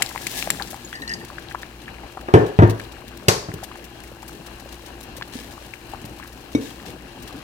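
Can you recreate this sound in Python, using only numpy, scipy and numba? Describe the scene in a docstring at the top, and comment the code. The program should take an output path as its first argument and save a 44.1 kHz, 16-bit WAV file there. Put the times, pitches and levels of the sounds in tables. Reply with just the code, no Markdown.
"""Boiling broth in a steel pot: bubbles burst as short damped rings and set the air in the pot ringing, and spray
fizzes on the hot wall as flickering noise. A cupboard nearby is knocked a few times and something else clacks
once (ringing modes, bright cracks, clear short rings); something light rattles once (narrow noise and rings).
Behind it two motors hum and beat over a rush of flame and kitchen. A phone is held over the pot, its left
microphone nearer, and the loudest knocks overload it."""
import sys
import numpy as np
from scipy import signal
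from scipy.fft import rfft, irfft, next_fast_len
from scipy.io import wavfile
from scipy.ndimage import uniform_filter1d
from numba import njit

SR = 44100
rng = np.random.default_rng(int(sys.argv[2]) if len(sys.argv) > 2 else 0)


def linear_from_db(decibels):
    """Turn decibels (scalar or array-like) into linear amplitude factors; 0 gives 1."""
    return 10 ** (np.asarray(decibels, float) / 20)


def wav_record(signal):
    """Record a signal, one row per channel, as 16-bit PCM in the file named by sys.argv[1]."""
    frames = np.transpose(np.atleast_2d(signal))
    bounded = np.clip(frames, -1, 1)
    # unit amplitude maps onto the largest positive 16-bit level
    quanta = np.round(bounded * 32767).astype(np.int16)
    wavfile.write(sys.argv[1], SR, quanta)


N = 327649
T = np.arange(N) / SR


def along(table, hz):
    """Reads (pitch [Hz], value) rows at any pitch, on a log-frequency axis."""
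    rows = np.array(table, float)
    return np.interp(np.log(np.maximum(hz, 1)), np.log(rows[:, 0]), rows[:, 1])


def colour(x, table, share=1):
    """Filters by (pitch [Hz], level [dB]) rows, the levels scaled by share."""
    n = next_fast_len(x.shape[-1], True)
    gain = linear_from_db(share * along(table, np.fft.rfftfreq(n, 1 / SR)))
    return irfft(rfft(x, n) * gain, n)[..., :x.shape[-1]]


def band(x, lo_hz, hi_hz):
    """Keeps the pitches between two limits, using only past sound."""
    sos = signal.butter(2, [lo_hz, min(hi_hz, SR / 2.2)], "band", fs=SR, output="sos")
    return signal.sosfilt(sos, x)


def unit(x):
    """Scales a sound to rms 1."""
    return x / np.sqrt(np.mean(x ** 2))


def pair(size, apart_hz=700):
    """Two noises, left and right, alike in the bass and unrelated in the treble."""
    n = next_fast_len(size, True)
    mid, side = rfft(rng.standard_normal((2, n)))
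    alike = 1 / (1 + (np.fft.rfftfreq(n, 1 / SR) / apart_hz) ** 2)
    shared = mid * np.sqrt(1 + alike)
    opposed = np.outer([1, -1], side * np.sqrt(1 - alike))
    return irfft(shared + opposed, n)[:, :size] / 2 ** .5


def walk(rate):
    """Smooth random wandering of rms 1, from about rate new values a second."""
    k = int(SR / rate)
    steps = np.repeat(rng.standard_normal(N // k + 1), k)
    return unit(uniform_filter1d(uniform_filter1d(steps, k), k)[:N])


def add(out, s, x):
    """Mixes x into out from time s [s]."""
    i = int(s * SR)
    out[..., i:i + x.shape[-1]] += x[..., :N - i]


def fall(t60, size=SR // 2):
    """Exponential decay that drops 60 dB in t60 [s]."""
    return np.exp(-np.log(1000) * T[:size] / t60)


@njit
def grains(s, hz, cycles, left, right, glide, n, sr):
    """Short damped rings whose pitch climbs as the cavity closes."""
    out = np.zeros((2, n))
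    for k in range(len(s)):
        span, phase = cycles[k] * sr / hz[k], 0.
        for j in range(min(int(4 * span), n - int(s[k] * sr))):
            u = j / span
            phase += 2 * np.pi * hz[k] * (1 + glide * u) / sr
            v = np.sin(phase) * 5.4 * u * np.exp(-2 * u)
            out[0, int(s[k] * sr) + j] += left[k] * v
            out[1, int(s[k] * sr) + j] += right[k] * v
    return out


def in_pot(x, ring_db=-6):
    """The air column over the broth rings on after each burst."""
    # resonances of the air in the pot: (pitch [Hz], width [Hz], level against the others [dB])
    air_rings = [(790, 110, 1), (1635, 242, -4), (2730, 53, 2), (3224, 96, -1), (4140, 130, -2)]
    top = max(db for _, _, db in air_rings)
    rings = (linear_from_db(db - top) * band(x, hz - width / 2, hz + width / 2) for hz, width, db in air_rings)
    return x + linear_from_db(ring_db) * sum(rings)


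def bubbles(churn_db, count=3500, spread_db=2.6):
    """Small bubbles ring at random; the listed loud ones also snap their film and splash back in four drops."""
    # loudest bursting bubbles, before the offsets below:
    # (time [s], level [dB], starting pitch [Hz], film snap level [dB], left minus right [dB])
    pops = [(0.008, -27, 760, -35, 13), (0.022, -11, 2030, -18.5, 15.5), (0.024, -26, 1980, -12.5, 7.5),
            (0.063, -24, 4300, -35, 24), (0.151, -30, 840, -50, 9), (0.16, -22, 965, -53, 13),
            (0.178, -24, 1940, -37, 18), (0.269, -15, 2170, -19.5, 8), (0.426, -19.5, 2440, -37, 7),
            (0.474, -20.5, 790, -34, 11), (0.503, -11.5, 1790, -9, 8), (0.599, -35.5, 1620, -59, 39),
            (0.603, -23.5, 880, -57, 4), (0.613, -26, 850, -56, 9), (0.624, -25, 4140, -37, 31.5),
            (0.731, -28.5, 680, -41, 10), (0.743, -30.5, 794, -40, 11), (0.929, -24.5, 1580, -44, 1),
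            (1.302, -30.5, 1095, -53, 7), (1.384, -31.5, 1560, -49, 26), (1.487, -39, 3720, -60, 32),
            (1.513, -26, 1740, -51, 1), (1.548, -21.5, 990, -43, 11), (1.632, -23.5, 1710, -54, -2),
            (1.881, -24.5, 1680, -65, -1), (1.944, -35.5, 2510, -53, 16), (2.035, -31, 790, -93, 8),
            (2.172, -25, 765, -49, 7), (2.213, -33.5, 1630, -63, 0), (2.799, -23, 1710, -72, 0),
            (3.715, -27, 1120, -60, 4), (3.757, -30.5, 880, -44, 8), (4.229, -32.5, 870, -44, 15),
            (5.212, -27.5, 990, -55, 11), (5.223, -18.5, 1640, -56, -1), (5.738, -28, 2280, -58, 18),
            (5.936, -24.5, 790, -47, 12), (6.199, -32.5, 1050, -52, 15), (6.227, -29, 1690, -53, 4),
            (6.799, -32, 1680, -65, 0), (7.308, -33.5, 1070, -46, 10)]
    pot_left_db = 7  # taken off left minus right, as the microphones favour the left too
    chance = rng.random((count, 5)).T
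    s = chance[0] * (N - 1) / SR
    size = linear_from_db(churn_db[(s * SR).astype(int)] - 8 - spread_db * np.log(1 - chance[1]))
    pan = linear_from_db(10.6 * (chance[4] - .5))
    hz, cycles = 450 * 8.4 ** chance[2], 0.11 + 1.93 * chance[3]
    small = grains(s, hz, cycles, size * pan, size / pan, 0.055, N, 1. * SR)

    s, db, hz, snap_db, pan_db = np.array(pops, float).T
    side = linear_from_db((pan_db - pot_left_db) / 2)
    loud = grains(s - .0007, hz, 2.12 + 0 * s, linear_from_db(db) * side, linear_from_db(db) / side, 0.023, N, 1. * SR)

    later, pitch, share = rng.random((len(s), 4, 3)).T
    drop = (linear_from_db(db + 2) * share).ravel()
    drop_s = (s + 0.0094 * later ** 2).ravel()
    drop_hz = (hz * 3.5 ** (pitch - .3)).ravel()
    loud += grains(drop_s, drop_hz, 0.79 + 0 * drop, drop, drop, 0.14, N, 1. * SR)

    for at, db in zip(s, snap_db):
        snap = band(pair(800), 3700, 11600) + 5.6 * band(pair(800), 7400, 7600)
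        add(loud, at, linear_from_db(db + 4.5) * snap * fall(0.017, size=800))
    return in_pot(small + loud)


def fizz(fizz_db, count=70):
    """Spray boils off the hot wall: a flickering hiss, sizzles, short spits each of its own length and brightness."""
    # loudest spits of spray on the hot wall, before the offsets below: (time [s], level [dB])
    spits = [(0.09, -31), (0.215, -30), (0.305, -41), (0.369, -36), (0.386, -34), (0.414, -35),
             (0.621, -38), (0.673, -36), (0.704, -31), (0.89, -46), (1.131, -42), (1.247, -38.5),
             (1.396, -38), (1.499, -42), (1.525, -28.5), (1.616, -36.5), (1.817, -45), (2.121, -44),
             (2.2099, -41), (2.4628, -37.5), (2.6968, -29.5), (2.796, -34.5), (2.919, -37), (3.0104, -39.5),
             (3.0799, -39), (3.172, -33.5), (3.539, -33.5), (3.6343, -30), (3.842, -36.5), (4.035, -46),
             (4.222, -43), (4.279, -34.5), (4.326, -42.5), (4.35, -42), (4.463, -33.5), (4.598, -38.5),
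             (4.721, -43), (4.743, -35.5), (4.861, -39), (4.941, -42), (5.006, -37), (5.029, -38.5),
             (5.166, -32.5), (5.277, -45), (5.649, -44), (5.92, -44), (6.0526, -33), (6.326, -41),
             (6.704, -46), (6.904, -38), (7.2235, -37.5), (7.276, -37)]
    # longer sizzles where a splash wets the wall: (time [s], level [dB], length [s])
    sizzles = [(5.325, -39.5, 0.1), (6.61, -41.5, .1), (6.857, -41, .05)]
    # colour of the hiss: (pitch [Hz], level [dB])
    hiss_colour = [(880, -2), (1500, -22), (1690, 8), (1930, -2.5), (3810, 2), (14600, -5.5), (16000, -9),
                   (16500, -47)]
    rise_s, spit_s, length_scatter = 0.0018, 0.012, .6
    tilt_db = 5  # how far a full tilt lifts the duller half and lowers the brighter
    level = linear_from_db(fizz_db + 0.5 * walk(51)) * np.ones((2, 1))  # duller and brighter half

    small = [(s * N / SR, -52 + 9 * size) for s, size in rng.random((count, 2))]
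    short = list(spits) + small
    chances = rng.uniform(-1.4, 1, (len(short), 2))
    bursts = [(s, db, spit_s * (1 + length_scatter * longer), tilt)
              for (s, db), (longer, tilt) in zip(short, chances)]
    bursts += [(s, db, length, 1) for s, db, length in sizzles]  # sizzles lean to the duller half

    t = T[:SR // 4]
    for s, db, length, tilt in bursts:
        shape = np.minimum(t / rise_s, 1) * np.exp(-(t / length) ** 3)
        halves_db = tilt_db * tilt * np.array([[1], [-1]])
        add(level, s - .001, linear_from_db(db - 6.0 + halves_db) * shape)

    # tiny ticks, each in one half only
    for s, size, half in rng.random((250, 3)):
        tick_db = fizz_db[int(s * N)] + 4.9 * size
        add(level[int(2 * half)], s * N / SR, linear_from_db(tick_db) * fall(0.0037, size=600))

    droplets = 1 + .5 * rng.exponential(size=N // 40 + 1).repeat(40)[:N]
    hiss = unit(colour(pair(N) * droplets, hiss_colour))
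    dull = signal.sosfiltfilt(signal.butter(1, 7000, fs=SR, output="sos"), hiss)
    return level[0] * dull + level[1] * (hiss - dull)


def simmer_and_gurgle(churn_db):
    """Noise ringing in the pot's air and a low gurgle, both swaying by chance and following the boil."""
    simmer = unit(in_pot(band(pair(N), 610, 4400), ring_db=7)) * linear_from_db(churn_db - 15.5 + 2.5 * walk(16))
    gurgle = unit(band(pair(N), 126, 360)) * linear_from_db(churn_db - 8.5 + 3.5 * walk(30))
    return simmer + gurgle


def knocks_and_clack():
    """Each hit rings a set of modes: boom in the lowest, body near its centre pitch, edge above."""
    # knocks on the cupboard, and one clack of something else at 3.283 s, before the offsets below:
    # (time [s], level [dB], centre pitch [Hz], boom level [dB], edge level [dB])
    hits = [(2.285, -24, 366, -47, -26), (2.339, 5, 391.6, 2.5, -5), (2.589, -7.5, 406, -2, -12.5),
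            (2.622, -5.5, 306, -20, -14), (2.634, -9.5, 377, -3, -20), (3.283, -10.5, 400, -10.5, -11.5),
            (3.486, -31.5, 320, -24.5, -32.5), (3.539, -30, 390, -24, -50), (5.354, -27.5, 251, -43, -49),
            (6.044, -39, 298, -30.5, -45), (6.55, -11.5, 284, -24, -37), (6.577, -37, 280, -35, -44),
            (6.598, -34, 320, -49, -49)]
    # modes of the cupboard panel, lent to the clack too:
    # (middle pitch [Hz], level [dB], t60 before the limit below [s])
    modes = [(111.9, -2, 0.34), (151.6, -4.5, 0.18), (177.7, -8.5, 0.2), (281.8, -3, 0.45),
             (323.5, -2.5, 0.87), (424.2, -2, .2), (478.4, -11, 0.22), (558, -11.5, 0.12),
             (734, -18.5, 0.42), (1002, -25, 0.15), (1194, -19, 0.39)]
    longest_ring_s, scatter_db = .26, 2
    out, t = np.zeros(N), T[:SR // 2]
    for s, db, centre_hz, boom_db, edge_db in hits:
        for (hz, mode_db, t60), turn in zip(modes, rng.standard_normal((len(modes), 8))):
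            if hz < 200:
                hit_db = boom_db - 8.5
            elif hz < 500:  # strongest around the centre pitch
                hit_db = db - 13.5 - 3.0 * np.log2(hz / centre_hz) ** 2
            else:
                hit_db = edge_db - 0.5
            # panels never ring alone: each mode is a cluster of close neighbours that beat
            cluster_hz = hz * (1 + 0.0708 * turn[:7])
            cluster = np.sin(2 * np.pi * np.outer(cluster_hz, t)).sum(axis=0) / 2
            level = linear_from_db(mode_db + hit_db + scatter_db * turn[7])
            add(out, s, level * cluster * fall(min(t60, longest_ring_s)))

        # the thump itself: a few cycles that swell while the push lasts
        push = t / 0.0052
        swell = push * np.exp(.5 - push ** 2 / 2)
        add(out, s, linear_from_db(db + 1.0) * np.sin(2 * np.pi * centre_hz * t) * swell)

        # the edge as noise: low and high limit [Hz], level [dB], t60 [s]
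        for lo_hz, hi_hz, noise_db, t60 in ((440, 1165, edge_db - 0.5, 0.11),
                                            (1510, 1810, edge_db - 9.5, 0.073),
                                            (1900, 2300, edge_db - 34.5, 0.12)):
            noise = unit(band(rng.standard_normal(len(t)), lo_hz, hi_hz))
            add(out, s, linear_from_db(noise_db) * fall(t60) * noise)
    return band(out, 98, SR / 2)


def cracks():
    """Hard surfaces meet: a bright burst of noise in each band with a fainter, scattered tail."""
    # cracks, before each band's own level: (time [s], level [dB])
    meetings = [(2.339, -30), (2.623, -49), (3.284, -9), (6.55, -38.5)]
    # the crack, band by band: (low limit [Hz], high limit [Hz], level against the crack [dB], t60 [s],
    # tail level against the burst [dB], tail t60 [s])
    crack_bands = [(1270, 2740, 2, 0.027, -17.5, 0.38), (3700, 6540, 0, 0.055, -11.5, 0.43),
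                   (6360, 9600, -0.5, 0.029, -17.5, 0.29), (9900, 13700, -7, 0.039, -15, 0.29)]
    out, t = np.zeros((2, N)), T[:SR // 2]
    for s, db in meetings:
        for lo_hz, hi_hz, band_db, t60, tail_db, tail_t60 in crack_bands:
            noise = unit(band(rng.standard_normal(len(t)), lo_hz, hi_hz))
            burst = np.minimum(t / 0.00035, 1) * fall(t60) * noise
            scattered = unit(band(pair(len(t)), lo_hz, hi_hz))
            tail = linear_from_db(tail_db) * np.minimum(t / 0.0043, 1) * fall(tail_t60) * scattered
            add(out, s, linear_from_db(db + band_db) * (burst + tail))
    return out


def rattle_and_short_rings():
    """Loose light metal scrapes and ticks against itself as narrow noise; clear short rings are decaying tones."""
    # taps of the rattle, before the offsets below:
    # (time [s], level [dB], upper ring pitch [Hz], upper ring level [dB])
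    taps = [(0.9351, -29, 3340, -40), (0.9537, -30, 4650, -34), (0.9627, -43, 4080, -44),
            (1.02, -29, 3970, -33), (1.077, -25.5, 4270, -28), (1.0938, -22, 5040, -28.5),
            (1.114, -25, 4600, -32), (1.137, -44, 4800, -23.5), (1.202, -36, 4600, -56)]
    # clear short rings: lone tinks, and the high tones that ring together in the knock at 6.55 s:
    # (time [s], pitch [Hz], level [dB], t60 [s])
    short_rings = [(.848, 6900, -30, .05), (.875, 4140, -35, .03), (3.283, 4700, -9, 0.031),
                   (6.549, 2240, -27.5, 0.12), (6.551, 3770, -26, 0.043), (6.549, 5530, -35, .04),
                   (6.552, 5970, -38.5, .09), (6.705, 3230, -37, 0.033)]
    out, t = np.zeros(N), T[:SR // 2]
    # scrapes of narrow noise: (time [s], pitch [Hz], level [dB], t60 [s])
    scrapes = [(s, 1814, db - 0.5, 0.14) for s, db, _, _ in taps]
    scrapes += [(s, 2800, db - 14.0, .07) for s, db, _, _ in taps]
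    for s, hz, db, t60 in scrapes:
        noise = unit(band(rng.standard_normal(len(t)), hz / 1.04, hz * 1.04))
        add(out, s, linear_from_db(db) * noise * fall(t60))
    for s, _, _, db in taps:
        noise = unit(band(rng.standard_normal(len(t)), 4800, 8000))
        add(out, s, linear_from_db(db - 8.5) * noise * fall(0.068))
    upper_rings = [(s, hz, db + 6.0, .03) for s, _, hz, db in taps]
    for s, hz, db, t60 in list(short_rings) + upper_rings:
        add(out, s, linear_from_db(db) * np.sin(2 * np.pi * hz * t) * fall(t60))
    return out


def motors():
    """Two motors hum in steady tones; the two lowest lie close together and beat."""
    # motor tones, before the lift below: (pitch [Hz], level [dB])
    hums = [(54.87, -54), (59.25, -50), (118.45, -54), (236.9, -60), (344.7, -54), (473.8, -64)]
    t = T - 0.062  # counted from a dip of the beat [s], where neighbouring tones oppose
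    return sum(linear_from_db(db + 3.5) * np.cos(2 * np.pi * hz * t) * (-1) ** k for k, (hz, db) in enumerate(hums))


def kitchen_rush():
    """The rush of flame and kitchen: coloured noise whose level wanders."""
    # colour of the rush: (pitch [Hz], level [dB])
    rush_colour = [(15, -26), (25, 5.5), (64, 9), (190, -3), (335, 7), (516, -9.5), (775, 0.5),
                   (1330, -9.5), (1610, -5), (2050, -15), (2840, -4), (3520, -24), (4030, -10),
                   (16000, -76)]
    return unit(colour(pair(N), rush_colour)) * linear_from_db(-45.5 + 2.04 * walk(17))


def room(x, wet_db):
    """Dense echo of a small kitchen, each third octave dying at its own pace."""
    # how long the echo lasts: (pitch [Hz], t60 [s])
    echo_times = [(100, 0.22), (400, 0.46), (1500, 0.47), (5000, 0.58), (12000, 0.38)]
    noise = pair(SR // 2, apart_hz=886)
    centres_hz = 70 * 2 ** np.arange(0, 8, 1 / 3)
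    echo = sum(band(noise, hz / 1.12, hz * 1.12) * fall(along(echo_times, hz)) for hz in centres_hz)
    echo = echo * np.minimum(T[:SR // 2] / 0.0024, 1) / np.sqrt(np.sum(echo ** 2) / 2)
    return x + linear_from_db(wet_db) * signal.fftconvolve(np.atleast_2d(x), echo, axes=1)[:, :N]


def ports(x, share, lag):
    """The left microphone is louder, mostly in the treble, and hears each place lag samples later (or earlier)."""
    # lean to the left, added on the left and taken off on the right after scaling by share:
    # (pitch [Hz], level [dB])
    lean = [(60, 1), (110, 3.5), (200, 2), (380, 2.5), (700, 4), (1290, 5.5), (2380, 8.5), (4400, 4),
            (8120, 4.5), (15000, 6.5)]
    left = np.roll(colour(x[0], lean, share), lag)
    right = colour(x[1], lean, -share)
    return np.array([left, right])


def scene():
    """The pot is close and nearly dry, the knocks, clack and rattle further off and more to the right."""
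    # the boil, fiercest at first, before each sound's own offset:
    # (time [s], fizz level [dB], churn level [dB])
    boil = [(0.0, -42, -28), (0.086, -43.5, -37.5), (0.29, -38, -35), (0.39, -30, -35),
            (0.506, -41.5, -31.5), (0.748, -47, -39), (1.3, -53, -38.5), (2.14, -55, -39.5),
            (2.82, -54.5, -38), (3.74, -54, -38), (4.12, -53.5, -40.5), (4.9, -52, -39.5),
            (5.1, -54.5, -39.5), (5.45, -50.5, -39), (5.76, -52, -42), (6.5, -52, -39.5), (6.75, -50, -38),
            (7.02, -54, -39.5), (7.43, -53.5, -36)]
    s, fizz_db, churn_db = np.transpose(boil)
    fizz_db, churn_db = np.interp(T, s, fizz_db), np.interp(T, s, churn_db)
    near = room(bubbles(churn_db) + fizz(fizz_db), -15.0)
    near = near + simmer_and_gurgle(churn_db) + motors() + kitchen_rush()
    far = room(knocks_and_clack(), -5) + cracks() + room(rattle_and_short_rings(), -14)
    return ports(near, 0.68, lag=-5) + ports(far, 0.35, lag=15)


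def low_pass(x):
    """Removes everything above the highest recorded frequency."""
    return signal.sosfilt(signal.butter(12, 17000, fs=SR, output="sos"), x)


def record(dry):
    """Clips at full scale, takes off the deepest bass and cuts the top steeply."""
    clipped = np.clip(dry, -1, 1)
    no_rumble = signal.sosfilt(signal.butter(1, 12, "high", fs=SR, output="sos"), clipped)
    mix = signal.sosfilt(signal.ellip(8, .2, 70, 15900, fs=SR, output="sos"), no_rumble)
    return low_pass(mix)


dry = scene()
out = record(dry)
wav_record(out)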